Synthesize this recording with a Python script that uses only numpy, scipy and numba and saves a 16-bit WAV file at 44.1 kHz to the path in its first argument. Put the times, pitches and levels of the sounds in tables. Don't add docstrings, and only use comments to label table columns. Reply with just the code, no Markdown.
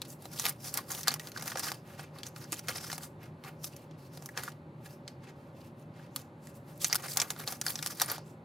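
import sys
import numpy as np
from scipy import signal
from scipy.fft import rfft, irfft, next_fast_len
from scipy.io import wavfile
from scipy.ndimage import uniform_filter1d
from numba import njit

SR = 44100
rng = np.random.default_rng(int(sys.argv[2]) if len(sys.argv) > 2 else 0)


def to_wav(s):
    ch = np.atleast_2d(s).T
    pcm = np.round(np.clip(ch, -1, 1) * 32767)
    wavfile.write(sys.argv[1], SR, pcm.astype(np.int16))


N = 372204

# freq_hz, gain_db
HUM_SPECTRUM = [(13, -63.5), (22, -45), (142, 3.5), (203, -7), (372, -6.5), (427, -15), (562, -18),
                (645, -26), (803, -13.5), (1730, -27), (3090, -35), (4300, -36), (5200, -46.5),
                (12200, -50.5), (15600, -56.5)]
# centre_hz, width_hz, gain_db
ROOM_MODES = [(94, 68, 4.5), (154.6, 6.8, 9), (230, 45, 4.5), (590, 180, 14.5)]
# freq_hz, side_re_mid_db
HUM_WIDTH = [(60, -13), (110, -39), (200, -26.5), (380, -21), (700, -12), (1290, -1), (2380, 0.5),
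             (4400, -36.5), (8120, -6), (15000, 11)]
# freq_hz, left_lead_rad
PORT_PHASE = [(1100, 0.), (1600, -0.99), (2400, -0.13), (9000, 0.47), (12500, -1.2), (15000, 0.81)]
# delay_s, gain_db
ECHOES = [(.0042, -11)]
# start_s, level_db, pitch_hz
KNOCKS = [(1.556, -30, 533), (2.523, -34, 328), (2.692, -35, 535), (6.163, -39, 272), (7.172, -52, 459),
          (8.02, -41, 540)]
# freq_hz, gain_db
PAPER_EQ = [(150, -43), (250, 8), (682, -3), (797, 4), (931, -2), (1270, 1.5), (2250, -5), (2820, -6.5),
            (3290, -5.5), (5070, -4.5), (9130, -6), (11800, -2.5), (15600, -7)]
# freq_hz, side_re_mid_db
PAPER_WIDTH = [(60, -22), (110, -29.5), (200, -13.5), (380, -28.5), (700, -16.5), (1290, -8), (2380, -17.5),
               (4400, -9), (8120, -8.5), (15000, -2)]
# freq_hz, gain_db
RUSTLE_EQ = [(2400, -2.5), (3000, -3), (4000, -0.5), (4800, 2), (7000, -0.5)]
# start_s, hold_s, level_db, friction_hz, flap_gain_db, top_gain_db
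STROKES = [(0.03, 0.02, -56, 3740, -3, -1), (0.086, 0.044, -59.5, 7750, -5, 10.5),
           (0.221, 0.047, -62, 3800.0, 2, 10), (0.335, 0.025, -50, 5540, -1.5, 4.5),
           (0.39, 0.032, -46.0, 3830, -11, 3), (0.417, 0.078, -48, 3200.0, 4.5, 7.5),
           (0.63, 0.071, -49, 5300, -3, 6.5), (0.751, 0.036, -48.5, 4600.0, 7.5, 8),
           (0.9, 0.018, -54.5, 4700, 9, 16), (0.952, 0.03, -44, 6300, 0.5, 8),
           (1.081, 0.034, -41.0, 1900.0, 2, 1.5), (1.213, 0.075, -60, 6560, 7, 9),
           (1.376, 0.013, -47, 5470, 7.5, 4), (1.448, 0.055, -47, 6500.0, 3, 6.5),
           (1.573, 0.019, -41.5, 5500.0, -1.5, 0), (1.613, 0.044, -52, 5500, -0.5, 3),
           (1.672, 0.025, -43, 4930, 2.5, 5), (1.862, 0.089, -65.5, 2700, 11, 8.5),
           (1.995, 0.029, -51, 2660, 4.5, 0), (2.153, 0.055, -64.5, 4500, 11.5, 5),
           (2.254, 0.021, -54, 6540, -1, 0), (2.368, 0.044, -61.5, 6500.0, 5.5, 10),
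           (2.415, 0.03, -58.5, 4970, 3, 2), (2.536, 0.039, -48, 2680, -4.0, 3.5),
           (2.688, 0.029, -48, 2300.0, 6, 7), (2.735, 0.12, -47, 5300, -1.0, 0.5),
           (2.873, 0.074, -50.5, 5500.0, 0.0, 6), (3.013, 0.042, -55.5, 7900, -3.0, 5.5),
           (3.228, 0.028, -61, 2300.0, 8.0, 2), (3.468, 0.013, -60, 2680, 17.5, 11.5),
           (3.632, 0.045, -56.5, 5500.0, -10, 6.5), (3.716, 0.12, -63, 2670, -6, 3),
           (3.912, 0.033, -68.5, 2700.0, -10, -18), (3.994, 0.073, -66.5, 4340, 1, 6),
           (4.136, 0.06, -61.5, 5500.0, 2, 4), (4.22, 0.099, -68.5, 6500.0, 7, 14),
           (4.38, 0.062, -54, 1890, 11, 5), (4.419, 0.062, -52, 1850, -3.5, 2),
           (4.852, 0.026, -60, 2650, 5, 6.5), (4.904, 0.036, -67, 5300, 6, 10),
           (5.09, 0.015, -62, 4500, 2, -2), (5.236, 0.068, -62, 2190, 3, -9),
           (5.364, 0.13, -72.5, 1900.0, -2, 1.5), (5.568, 0.047, -65, 2700.0, -4, 2),
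           (5.648, 0.03, -66, 2720, -5, 4.5), (5.788, 0.039, -72, 2750, -12, 8),
           (5.964, 0.095, -63.5, 2230, 3, -4.5), (6.18, 0.0081, -51.5, 6730, 2, 3),
           (6.436, 0.068, -64, 7800.0, -1, 4.0), (6.555, 0.015, -65, 7800.0, -9, 9.5),
           (6.683, 0.044, -66.5, 3200.0, 12, 13.5), (6.79, 0.03, -57.5, 5000, 0, 2),
           (6.822, 0.048, -42, 7700, -17, 1.5), (6.916, 0.016, -40.5, 4730, 3, -5),
           (6.99, 0.077, -52, 1900.0, 6.5, 5), (7.109, 0.019, -43.5, 7660, -10.5, 5.5),
           (7.174, 0.039, -47, 6500.0, 13.5, 10), (7.299, 0.016, -53, 6500.0, 9.5, 11),
           (7.395, 0.018, -51.5, 3880, 10, 10), (7.474, 0.055, -50.5, 5500.0, 4.5, 9.5),
           (7.671, 0.037, -45.5, 4640, 4.5, 13), (7.763, 0.068, -56, 5500.0, -2.0, 4),
           (7.847, 0.082, -47, 5370, -1.0, 6), (8.006, 0.024, -44, 4600.0, 1, 6),
           (8.084, 0.024, -42.5, 4660, 8, 8), (8.178, 0.015, -57, 4560, 1, -10),
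           (8.263, 0.049, -63.5, 7650, -4.0, 2)]
# start_s, level_db, ring_hz, flap_gain_db, flap_hz, top_gain_db
SNAPS = [(0.0176, -34.5, 3920, -5.5, 2420, -8), (0.2548, -47, 4100, -1.5, 600, -3),
         (0.3967, -28.5, 6470, -14.5, 1120, -3), (0.4531, -30.5, 3500, -4, 2190, -15),
         (0.4645, -29.5, 4400, -6.3, 2180, 0), (0.4934, -40, 6840, -12, 1700, 17),
         (.7405, -35.5, 5950, -29, 2470, 7.5), (.7734, -32.5, 5000, -18, 2010, 7),
         (0.9031, -44, 4600, 2, 1540, -4), (1.0318, -39.5, 5600, -14.5, 1650, 4),
         (1.0738, -31.5, 4500, -3.5, 1550, -6), (1.081, -20.5, 4640, -10, 1080, -3.5),
         (1.114, -52.5, 4200, 8.5, 1460, -7), (1.1401, -34, 5650, -8.5, 784, 4.5),
         (1.196, -39.5, 2570, -0.5, 1810, -2), (1.2715, -43.5, 4530, -8, 1470, -1),
         (1.318, -47, 4200, -7, 1390, 0), (1.374, -40, 4100, -3, 1190, -18),
         (1.4234, -40, 5660, -8.5, 780, 2), (1.478, -37.5, 6140, -1.5, 1710, 1),
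         (1.5177, -41.5, 4870, 4, 1580, -18), (1.5565, -43, 5200, 9, 590, -11),
         (1.5718, -37, 6230, -0.5, 1700, -10), (1.594, -37.5, 7100, -22, 2060, 8.5),
         (1.634, -41, 4900, -14, 1230, -19), (1.6834, -36, 2560, -4, 1540, -6),
         (1.7176, -37, 4900, 0, 1020, 2), (1.9946, -47.5, 2600, 3.5, 600, -29),
         (2.04, -60, 2650, 15, 2500, -18), (2.186, -50, 3700, -10, 1340, 1),
         (2.2324, -37.5, 3500, -23, 1160, -19), (2.2666, -41, 7000, -21, 880, -2.5),
         (2.3619, -44, 2500, -7.5, 1300, -11), (2.5213, -35, 6900, -12, 2570, 3.5),
         (2.5277, -31.5, 7900, 1, 2600, -9), (2.593, -42.5, 5930, -10, 2410, 3),
         (2.684, -35, 5600, 2, 2180, 1), (2.6915, -44.5, 5950, 2, 1610, -14),
         (2.7557, -51, 5000, 8.5, 1840, 1), (2.7817, -40.5, 5200, -9, 2120, -15),
         (2.9, -44, 6400, 6, 1760, -11), (2.9162, -38.5, 4630, -8, 1290, -11),
         (2.9289, -34.5, 8400, -10, 824, -9), (2.9797, -42, 2600, -5, 830, 5),
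         (3.034, -45.5, 8300, -6, 784, 0.5), (3.231, -65, 2550, 17, 2350, -18),
         (3.438, -52.5, 4000, 8, 2370, 0), (3.447, -49.5, 2600, 0, 1030, -6.5),
         (3.6428, -36, 5600, -16, 1240, 1), (3.7643, -51, 6280, -7, 2270, 6),
         (3.9112, -60.5, 3100, -9, 600, -23), (4.1735, -49, 4500, -2.5, 610, 0),
         (4.223, -50, 6400, -4, 600, -12), (4.259, -43.5, 6530, -11.5, 1010, 6.5),
         (4.289, -54.5, 2600, 8, 1870, 4), (4.375, -34, 5500, 1, 2030, -7),
         (4.4352, -45.5, 4630, -1, 1500, 13), (4.4773, -53.5, 4800, 14, 1290, -3),
         (4.519, -54.5, 4040, -1, 2010, -6), (4.858, -53, 2700, 0, 1777, -3),
         (5.078, -41, 4370, -11.5, 2064, -18), (6.161, -34.5, 4530, -9.5, 1266, 5),
         (6.471, -50, 7500, -4.5, 2000, -8), (6.8446, -21.5, 6600, -7.5, 2350, -5),
         (6.8984, -41.5, 5100, -5, 1120, -12), (6.9277, -23.5, 5450, -2.5, 2100, 1),
         (6.9454, -36, 6000, -0.5, 806, 8), (6.955, -29.5, 5130, -10, 1360, 9),
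         (7.082, -43.5, 4900, 1, 1830, -20), (7.1714, -23, 6700, -19, 820, 1),
         (7.1999, -22.5, 5800, -34, 1130, -17), (7.2164, -24, 7300, -9, 2070, -9),
         (7.3039, -30.5, 6800, -12.5, 940, -2), (7.363, -51, 2500, 2, 1500, -15),
         (7.4755, -31.5, 4300, -14, 675, -17), (7.5227, -38.5, 6250, -2.5, 790, 4),
         (7.6136, -31, 6200, -7.5, 1380, 0), (7.665, -29.5, 5100, -5.5, 1650, -1),
         (7.704, -40, 4500, -21, 1320, 11), (7.7554, -33, 5450, -22, 830, -9),
         (7.79, -38.5, 3700, -4.5, 1480, -10), (7.826, -34.5, 5400, -1.5, 2270, 0),
         (7.8613, -30, 8300, -9.5, 1040, -1), (7.8714, -36, 5300, -18, 1980, 4),
         (7.9984, -32, 4300, -13, 1680, -7), (8.0092, -38, 4630, 1, 1730, -2),
         (8.0169, -23.5, 6030, -7, 850, 4.5), (8.0992, -35.5, 5070, -20, 1530, -11),
         (8.1809, -49.5, 5270, 0.5, 600, -1)]

HUM_RMS_DB = -49.4
ROOM_T60_S, ROOM_DB = 0.032, -13
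FLAP_BAND_HZ, BODY_BAND_HZ, TOP_BAND_HZ = (450, 2500), (2500, 8000), (8000, 19000)
RISE_DB_PER_S, FALL_DB_PER_S = 599, 447
SHIFT_DB, GATHER_DB_PER_S, SETTLE_DB_PER_S = -6, 258, 194.5
FRICTION_WIDTH_HZ, RASP_HZ, RASP_WIDTH_HZ, RASP_DB = 1000, 2710, 290, 9.5
SNAP_RISE_S, CRACK_T60_S, SHIVER_T60_S = 0.00023, 0.006, 0.032
CUTOFF_HZ = 16500


def from_db(db):
    return 10 ** (np.asarray(db) / 20)


def unit_rms(x):
    return x / np.sqrt(np.mean(x ** 2) + 1e-20)


def at_hz(curve, hz):
    freq_hz, values = np.transpose(curve)
    return np.interp(np.log(hz), np.log(freq_hz), values)


def drift(rate_hz):
    r = np.exp(-2 * np.pi * rate_hz / SR)
    return unit_rms(signal.lfilter([1], [1, -2 * r, r * r], rng.standard_normal(N + SR))[SR:])


def resonance(x, hz, width_hz):
    r = np.exp(-np.pi * width_hz / SR)
    feedback = 2 * r * np.cos(2 * np.pi * hz / SR)
    return signal.lfilter([(1 - r * r) / 2, 0, (r * r - 1) / 2], [1, -feedback, r * r], x)


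@njit
def gliding_resonance(x, hz, width_hz):
    r = np.exp(-np.pi * width_hz / SR)
    feedback = 2 * r * np.cos(2 * np.pi * hz / SR)
    y = np.zeros_like(x)
    for i in range(2, len(x)):
        y[i] = (1 - r * r) / 2 * (x[i] - x[i - 2]) + feedback[i] * y[i - 1] - r * r * y[i - 2]
    return y


def three_bands(flap, body, top):
    out = 0
    for x, (low_hz, high_hz) in [(flap, FLAP_BAND_HZ), (-body, BODY_BAND_HZ), (top, TOP_BAND_HZ)]:
        band = signal.butter(2, [low_hz, high_hz], "band", fs=SR, output="sos")
        out = out + signal.sosfilt(band, x) * np.sqrt(SR / 2 / (high_hz - low_hz))
    return out


def stereo_image(mid_side, gain_db_at, width_curve):
    size = next_fast_len(N + SR)
    hz = np.maximum(np.arange(size // 2 + 1) * SR / size, 1)
    mid, side = rfft(mid_side, size) * from_db(gain_db_at(hz))
    side *= from_db(at_hz(width_curve, hz))
    turn = np.exp(0.5j * at_hz(PORT_PHASE, hz))
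    return irfft([mid * turn + side, mid / turn - side], size)[:, :N]


def hum():
    def spectrum_db(hz):
        modes_db = sum(gain_db / (1 + ((hz - centre_hz) / (width_hz / 2)) ** 2)
                       for centre_hz, width_hz, gain_db in ROOM_MODES)
        return at_hz(HUM_SPECTRUM, hz) + modes_db
    air = stereo_image(rng.standard_normal((2, N)), spectrum_db, HUM_WIDTH)
    return from_db(HUM_RMS_DB) * unit_rms(air)


def room(x):
    t = np.arange(SR // 3) / SR
    tail = rng.standard_normal((2, len(t))) * from_db(-60 * t / ROOM_T60_S) * np.minimum(t / 0.004, 1)
    response = from_db(ROOM_DB) * tail / np.sqrt(np.sum(tail ** 2, axis=1, keepdims=True))
    response[:, 0] = 1
    for delay_s, gain_db in ECHOES:
        response[:, round(delay_s * SR)] += from_db(gain_db)
    return signal.fftconvolve(x, response, axes=1)[:, :N]


def knocks(rise_s=0.0022, t60_s=0.044):
    t = np.arange(SR // 10) / SR
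    out = np.zeros(N)
    for start_s, level_db, pitch_hz in KNOCKS:
        envelope = from_db(level_db - 60 * t / t60_s) * np.minimum(t / rise_s, 1)
        i = round(start_s * SR)
        out[i:i + len(t)] += envelope * np.sin(2 * np.pi * pitch_hz * t)
    return out


def crackles(rate_per_s, t60_s=0.006):
    onsets = rng.random(N) < rate_per_s / SR
    sizes = onsets * from_db(4.5 * np.minimum(rng.exponential(1, N), 4))
    patch = rng.integers(0, 8, N)
    decay = from_db(-60 / (t60_s * SR))
    noise = rng.standard_normal((2, N))
    out = np.zeros((2, N))
    for k, pitch_hz in enumerate(np.geomspace(1100, 13000, 8)):
        envelope = signal.lfilter([1], [1, -decay], sizes * (patch == k) + 1e-18)
        out += resonance(noise * envelope, pitch_hz, width_hz=0.11 * pitch_hz)
    return unit_rms(out)


def stroke_curves():
    t = np.arange(0, N, 32) / SR
    start_s, hold_s, level_db, *colour = np.transpose(STROKES)[:, :, None]
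    before_s = np.maximum(start_s - t, 0)
    after_s = np.maximum(t - start_s - hold_s, 0)
    slide = from_db(level_db - RISE_DB_PER_S * before_s - FALL_DB_PER_S * after_s)
    shift = from_db(level_db + SHIFT_DB - GATHER_DB_PER_S * before_s - SETTLE_DB_PER_S * after_s)
    power = slide ** 2 + shift ** 2
    total_db = 10 * np.log10(power.sum(axis=0))
    weight = power ** 2
    blended = [(weight * column).sum(axis=0) / weight.sum(axis=0) for column in colour]
    return [np.interp(np.arange(N) / SR, t, curve) for curve in [total_db, *blended]]


def rustle():
    level_db, friction_hz, flap_gain_db, top_gain_db = stroke_curves()
    firmness = np.clip((level_db + 72.5) / 18, 0.25, 1)
    flutter = from_db(firmness * (3.5 * drift(rate_hz=23) + 2.2 * drift(rate_hz=110)))
    hiss = from_db(level_db - 5.5 + 3.9 * firmness) * unit_rms(flutter * rng.standard_normal((2, N)))
    crackle = firmness * from_db(level_db - 7.5) * crackles(rate_per_s=260 * flutter)
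    sheet = from_db(-1) * hiss + crackle
    friction = np.array([gliding_resonance(channel, friction_hz, FRICTION_WIDTH_HZ) for channel in hiss])
    rasp = from_db(RASP_DB) * resonance(sheet, RASP_HZ, RASP_WIDTH_HZ)
    swish = from_db(6 - 7 * firmness) * friction + (1 - firmness) * rasp
    bands = three_bands(sheet * from_db(flap_gain_db) + swish, sheet + swish, sheet * from_db(top_gain_db))
    size = next_fast_len(N)
    hz = np.arange(1, size // 2 + 2) * SR / size
    return irfft(rfft(bands, size) * from_db(at_hz(RUSTLE_EQ, hz)), size)[:, :N]


def snaps():
    length, onset_samples = SR // 20, round(0.006 * SR)
    t = np.arange(length) / SR
    crack = from_db(-60 * t / CRACK_T60_S)
    shiver = from_db(-2.5 - 60 * t / SHIVER_T60_S)
    envelope = (crack + shiver) * np.minimum(t / SNAP_RISE_S, 1)
    noise = rng.standard_normal((len(SNAPS), 2, length))
    ragged_db = 3 * np.repeat(rng.standard_normal((len(SNAPS), 1, 50)), 45, axis=2)[:, :, :length]
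    noise *= from_db(uniform_filter1d(ragged_db, size=15, axis=2))
    noise[:, 0, 12:16] += 1.25 * np.array([1, 1, -1, -1])
    bands = np.zeros((3, 2, N + length))
    for snap, burst in zip(SNAPS, noise * envelope):
        start_s, level_db, ring_hz, flap_gain_db, flap_hz, top_gain_db = snap
        body = burst - from_db(13.5) * resonance(burst, ring_hz, width_hz=830)
        flap = from_db(-6.5) * burst + from_db(8.5) * resonance(burst, flap_hz, width_hz=350)
        onset_rms = np.sqrt(np.mean(body[:, :onset_samples] ** 2, axis=1, keepdims=True))
        parts = np.array([from_db(flap_gain_db) * flap, body, from_db(top_gain_db) * burst])
        i = round(start_s * SR)
        bands[:, :, i:i + length] += from_db(level_db) / onset_rms * parts
    return three_bands(*bands[:, :, :N])


def scene():
    mid_side = room(rustle() + snaps())
    paper = stereo_image(mid_side, lambda hz: at_hz(PAPER_EQ, hz), PAPER_WIDTH)
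    return paper + knocks() + hum()


def record(dry):
    return signal.sosfilt(signal.cheby2(14, 60, CUTOFF_HZ, fs=SR, output="sos"), dry)


dry = scene()
out = record(dry)
to_wav(out)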